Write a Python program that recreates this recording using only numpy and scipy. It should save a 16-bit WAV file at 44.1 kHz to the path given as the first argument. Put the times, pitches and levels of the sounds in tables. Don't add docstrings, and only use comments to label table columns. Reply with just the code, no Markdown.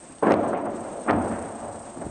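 import sys
import numpy as np
from scipy import signal
from scipy.io import wavfile
from scipy.ndimage import uniform_filter1d

SR = 44100
rng = np.random.default_rng(int(sys.argv[2]) if len(sys.argv) > 2 else 0)


def log_audio(samples):
    frames = np.atleast_2d(samples).T
    limited = np.clip(frames, -1, 1)
    pcm = np.round(limited * 32767).astype(np.int16)
    wavfile.write(sys.argv[1], SR, pcm)


def invert_db(x):
    u = np.asarray(x, float) / 20
    return 10 ** u


N = 92610

# start in seconds, level in dB, rise in seconds,
# time to fall by 60 dB in seconds, centre in Hz.
ECHO_SWELLS = [(-.2, -47.5, 0.058, 7.5, 265), (0.221, -19.5, 0.0082, 0.47, 900),
               (0.253, -16, 0.025, 0.57, 473), (0.291, -13.5, 0.02, 0.12, 800),
               (0.328, -26.5, 0.022, 2.65, 334), (.33, -29, 0.057, 3.52, 636),
               (.425, -24, 0.0079, 0.42, 637), (0.524, -23.5, 0.01, 0.31, 920),
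               (0.644, -24.5, 0.014, .2, 534), (0.839, -34.5, 0.01, 1.8, 540),
               (1.056, -28.5, 0.01, 0.12, 450), (1.077, -16, 0.025, .15, 1160),
               (1.11, -24, 0.037, 1.35, 215), (1.121, -27, 0.018, 2.95, 687), (1.31, -29, .012, 0.34, 242),
               (1.395, -38, 0.014, 0.15, 410), (1.542, -39, 0.01, 0.11, 250),
               (1.623, -35, 0.0067, 1.1, 680), (1.947, -37.5, .025, 0.61, 272),
               (2.009, -28, 0.0066, 0.23, 646), (1.79, -45, 0.0043, 0.19, 700),
               (2.056, -40, 0.016, .5, 253), (0.223, -27.5, 0.013, 0.51, 320),
               (1.07, -22.5, 0.022, 0.4, 840)]
# middle in seconds, peak in dB, swing pitch in Hz, crack level in dB.
WAVE_FRONTS = [(0.2339, -7.5, 409, -45), (0.2721, -4, 475, -35), (.2905, -13, 498, -42),
               (0.3101, -10, 420, -27.5), (.321, -12.5, 592, -19), (0.3408, -5, 590, -31.5),
               (.442, -21.5, 492, -64), (.667, -13.5, 564, -58.5), (1.1097, -11, 516, -23.5),
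               (1.1307, -10, 650, -50), (1.320, -19, 265, -57), (2.0673, -21, 297, -74),
               (0.185, -81, 500, -34), (1.064, -21, 504, -60), (.252, -30, 700, -44)]
# start in seconds, level in dB, rise in seconds,
# time to fall by 60 dB in seconds, centre in Hz.
CRACKLE_BURSTS = [
    (.222, -26, 0.017, 0.19, 890),
    (.262, -30.5, 0.0078, 0.13, 1600),
    (0.294, -34, 0.017, 0.14, 1600),
    (0.335, -36.5, .006, 0.027, 1900),
    (.312, -35.5, 0.0088, 0.084, 2400),
    (.53, -45.5, 0.019, .3, 2020),
    (1.069, -24.5, .035, 0.05, 1400),
    (1.122, -40.5, .01, .2, 1490),
    (1.30, -42.5, .02, 1, 1400),
]
# start in seconds, level in dB, rise in seconds,
# time to fall by 60 dB in seconds, centre in Hz.
GROUND_THUDS = [(.24, -71, .03, 1.3, 110), (0.309, -36, .03, 0.64, 107), (.42, -43, .06, 0.76, 109),
                (.66, -47, .03, 0.86, 101.4), (.86, -52, .03, .6, 92.4), (1.102, -32, .03, 1.16, 95),
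                (1.30, -45, .03, 1.35, 86), (1.62, -45.5, .03, 1.24, 101), (1.78, -52, .04, 0.55, 97),
                (1.96, -43, .04, 1.7, 162), (2.03, -38.5, .045, 1.5, 65)]
# pitch in Hz, strength in dB per Hz.
LAND_COLOUR = [(35, -25), (60, -32), (234, -0.5), (422, -5.5), (628, -2), (1390, -11.5), (3580, -37.5),
               (8450, -65), (9000, -63.5), (11700, -80), (19800, -120)]
# pitch in Hz, width in Hz, level in dB.
NEARBY_RESONANCES = [(219.2, 18.7, -3), (299, 21, -6), (341.2, 16, -9), (436, 30, -10), (567, 22.5, -5),
                     (700, 47, -7.5), (976, 20, -20.5)]
# time in seconds, level in dB.
CRICKET_LOUDNESS = [(0.0, -51.5), (0.24, -52.5), (0.4, -68), (0.41, -55.5), (0.47, -60), (0.48, -48.5),
                    (0.55, -66), (0.66, -58), (0.68, -67), (0.77, -51.5), (1.01, -52), (1.02, -45.5),
                    (1.13, -58.5), (1.27, -48.5), (1.72, -52.5), (1.73, -46), (1.77, -51), (2.1, -51)]
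# pitch in Hz, strength in dB per Hz.
HUSH_COLOUR = [(15, -41.5), (25, -2), (165, 1), (264, 0.5), (444, -10.5), (645, 1), (5060, -22.5),
               (8300, -14.5), (9400, -51.5), (12200, -40.5), (20700, -120)]

ECHOES_PER_S, ECHO_SPREAD_DB = 2500, 2.5
CENTRE_SHARE, CENTRE_WIDTH = 0.59, 0.69
FRONT_CYCLES = 0.42
CRACK_HZ, CRACK_S, CRACK_DB = 3500, 0.0007, -4
CRACKLE_TOP_HZ, CRACKLE_ORDER = 3000, 6
CRICKET_HZ, CRICKET_WIDTH_HZ = 8433, 895
TEETH_PER_S, STROKES_PER_S, STROKE_DB = 330, 27, 3
LONE_STROKE = 0.6
HUSH_DB = -50
DUCK_FROM_DB, DUCK_SHARE, RECOVER_DB_PER_S = -28, 0.12, 25
HOLE_FROM_HZ, HOLE_WEAKEST_HZ, HOLE_DB, HOLE_SPREAD_DB = 3400, 7500, -77, 5.5
EDGE_HZ = 9280


def evened(x):
    return x / np.sqrt(np.mean(x ** 2) + 1e-20)


def add(mix, start_s, sound):
    at = round(start_s * SR)
    part = mix[at:at + len(sound)]
    part += sound[:len(part)]


def colour(x, points):
    f, db = np.transpose(points)
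    bins_hz = np.fft.rfftfreq(8192, 1 / SR)
    gain_db = np.interp(np.log(bins_hz + 1), np.log(f + 1), np.maximum(db, -100))
    half = gain_db * np.log(10) / 20
    log_gain = np.r_[half, half[-2:0:-1]]
    phase = -signal.hilbert(log_gain).imag
    taps = np.fft.ifft(np.exp(log_gain + 1j * phase)).real[:4096]
    return signal.oaconvolve(x, taps / np.linalg.norm(taps))[:len(x)]


def ring(x, hz, width):
    pole = np.exp((-np.pi * width + 2j * np.pi * hz) / SR)
    return 2 * signal.lfilter([1 - abs(pole)], [1, -pole], x).real


def slow(top_hz):
    hz = np.geomspace(top_hz / 10, top_hz, num=16)
    t = np.arange(N) / SR
    waves = np.sin(2 * np.pi * (hz[:, None] * t + rng.random((16, 1))))
    return evened(waves.sum(0))


def swell(start, level_db, rise, t60):
    t = np.maximum(np.arange(N) / SR - start, 0)
    fade_in = np.sin(np.pi / 2 * np.minimum(t / rise, 1)) ** 2
    return fade_in * invert_db(level_db - 60 * np.maximum(t - rise, 0) / t60)


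def scatter():
    u = rng.random((N, 3))
    sign = np.sign(u[:, 0] - 0.5)
    arrives = u[:, 1] < ECHOES_PER_S / SR
    size = invert_db(-ECHO_SPREAD_DB * np.log(u[:, 2] + 0.0028))
    return evened(sign * arrives * size)


def roll():
    out = np.zeros(N)
    for start, db, rise, t60, hz in ECHO_SWELLS:
        land = colour(scatter(), LAND_COLOUR)
        centre = evened(ring(land, hz, CENTRE_WIDTH * hz))
        crowd = evened((1 - CENTRE_SHARE) * land + CENTRE_SHARE * centre)
        out += swell(start, db, rise, t60) * crowd
    nearby = sum(invert_db(db) * ring(out, hz, width) for hz, width, db in NEARBY_RESONANCES)
    return 0.74 * out + nearby


def fronts():
    out = np.zeros(N)
    t = np.arange(-400, 400) / SR
    for middle, db, hz, crack_db in WAVE_FRONTS:
        bump = np.exp(-0.5 * (t * hz / FRONT_CYCLES) ** 2)
        swing = invert_db(db - 2) * bump * np.sin(2 * np.pi * hz * t)
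        crack = rng.standard_normal(len(t)) * np.exp(-0.5 * (t / CRACK_S) ** 2)
        crack = ring(ring(crack, CRACK_HZ, 3000), CRACK_HZ, 4000)
        add(out, middle + t[0], swing + invert_db(crack_db + CRACK_DB) * crack)
    return out


def crackle():
    out = np.zeros(N)
    for start, db, rise, t60, hz in CRACKLE_BURSTS:
        echoes = ring(ring(scatter(), hz, 0.7 * hz), hz, 0.63 * hz)
        out += swell(start, db, rise, t60) * evened(echoes)
    distance = signal.butter(CRACKLE_ORDER, CRACKLE_TOP_HZ, fs=SR, output="sos")
    return signal.sosfilt(distance, out)


def thuds():
    out = np.zeros(N)
    for start, db, rise, t60, hz in GROUND_THUDS:
        lump = ring(ring(scatter(), hz, 0.31 * hz), hz, 0.86 * hz)
        out += swell(start, db, rise, t60) * evened(lump)
    return out


def crickets():
    level_db = np.interp(np.arange(N) / SR, *np.transpose(CRICKET_LOUDNESS))
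    tooth_count = np.cumsum(TEETH_PER_S * (1 + 0.2 * slow(60))) / SR
    teeth = np.diff(np.floor(tooth_count), prepend=0) * rng.normal(1, 0.65, N)
    stroke_count = np.cumsum(STROKES_PER_S * (1 + 0.15 * slow(5.98))) / SR
    stroke = np.sin(2 * np.pi * stroke_count)
    thinness_db = np.maximum(-53.5 - uniform_filter1d(level_db, size=6000), 0)
    depth_db = STROKE_DB + LONE_STROKE * thinness_db
    drive = (0.7 * evened(teeth) + rng.standard_normal(N)) * invert_db(depth_db * stroke)
    wing = ring(ring(drive, CRICKET_HZ, CRICKET_WIDTH_HZ), CRICKET_HZ, 0.66 * CRICKET_WIDTH_HZ)
    upper = ring(drive, 9100, 2300)
    return invert_db(level_db) * (evened(wing) + invert_db(-2.5) * evened(upper))


def hush():
    return invert_db(HUSH_DB + 2.1 * slow(15)) * colour(rng.standard_normal(N), HUSH_COLOUR)


def scene():
    blasts = roll() + crackle() + thuds() + fronts()
    power_db = 10 * np.log10(abs(uniform_filter1d(blasts ** 2, 900)) + 1e-12)
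    fall = np.arange(N) * RECOVER_DB_PER_S / SR
    held_db = np.maximum.accumulate(power_db + fall) - fall
    over_db = np.maximum(held_db - DUCK_FROM_DB, 0)
    duck_db = -DUCK_SHARE * uniform_filter1d(over_db, 3000)
    return (blasts + crickets() + invert_db(duck_db) * hush())[None]


def starved(x):
    hz, _, z = signal.stft(x, SR, nperseg=1024, noverlap=768)
    z, hz = z[:512], hz[:512:4, None]
    power = abs(z) ** 2
    band_power = power.reshape(128, 4, -1).sum(1)
    band_db = 10 * np.log10(uniform_filter1d(band_power, size=5) + 1e-14)
    loud_db = 10 * np.log10(uniform_filter1d(power.sum(0), size=40) + 1e-14)
    luck = evened(uniform_filter1d(rng.standard_normal(band_db.shape), size=10))
    weak_spot = np.exp(-((hz - HOLE_WEAKEST_HZ) / 300) ** 4)
    bar_db = HOLE_DB + HOLE_SPREAD_DB * luck + 0.3 * loud_db + (32 + 0.5 * loud_db) * weak_spot
    keep = np.where((band_db < bar_db) & (hz > HOLE_FROM_HZ), 0.05, 1.0)
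    z = np.r_[z * np.repeat(keep, 4, axis=0), z[:1] * 0]
    return signal.istft(z, SR, nperseg=1024, noverlap=768)[1][:N]


def top_cut(x):
    return signal.sosfilt(signal.butter(12, 10290, fs=SR, output="sos"), x)


def record(dry):
    thinned = starved(dry[0])[None]
    low_pass = signal.firwin(511, EDGE_HZ, window=("kaiser", 9), fs=SR)[None]
    mix = signal.oaconvolve(thinned, low_pass, "same")
    return top_cut(mix)


dry = scene()
out = record(dry)
log_audio(out)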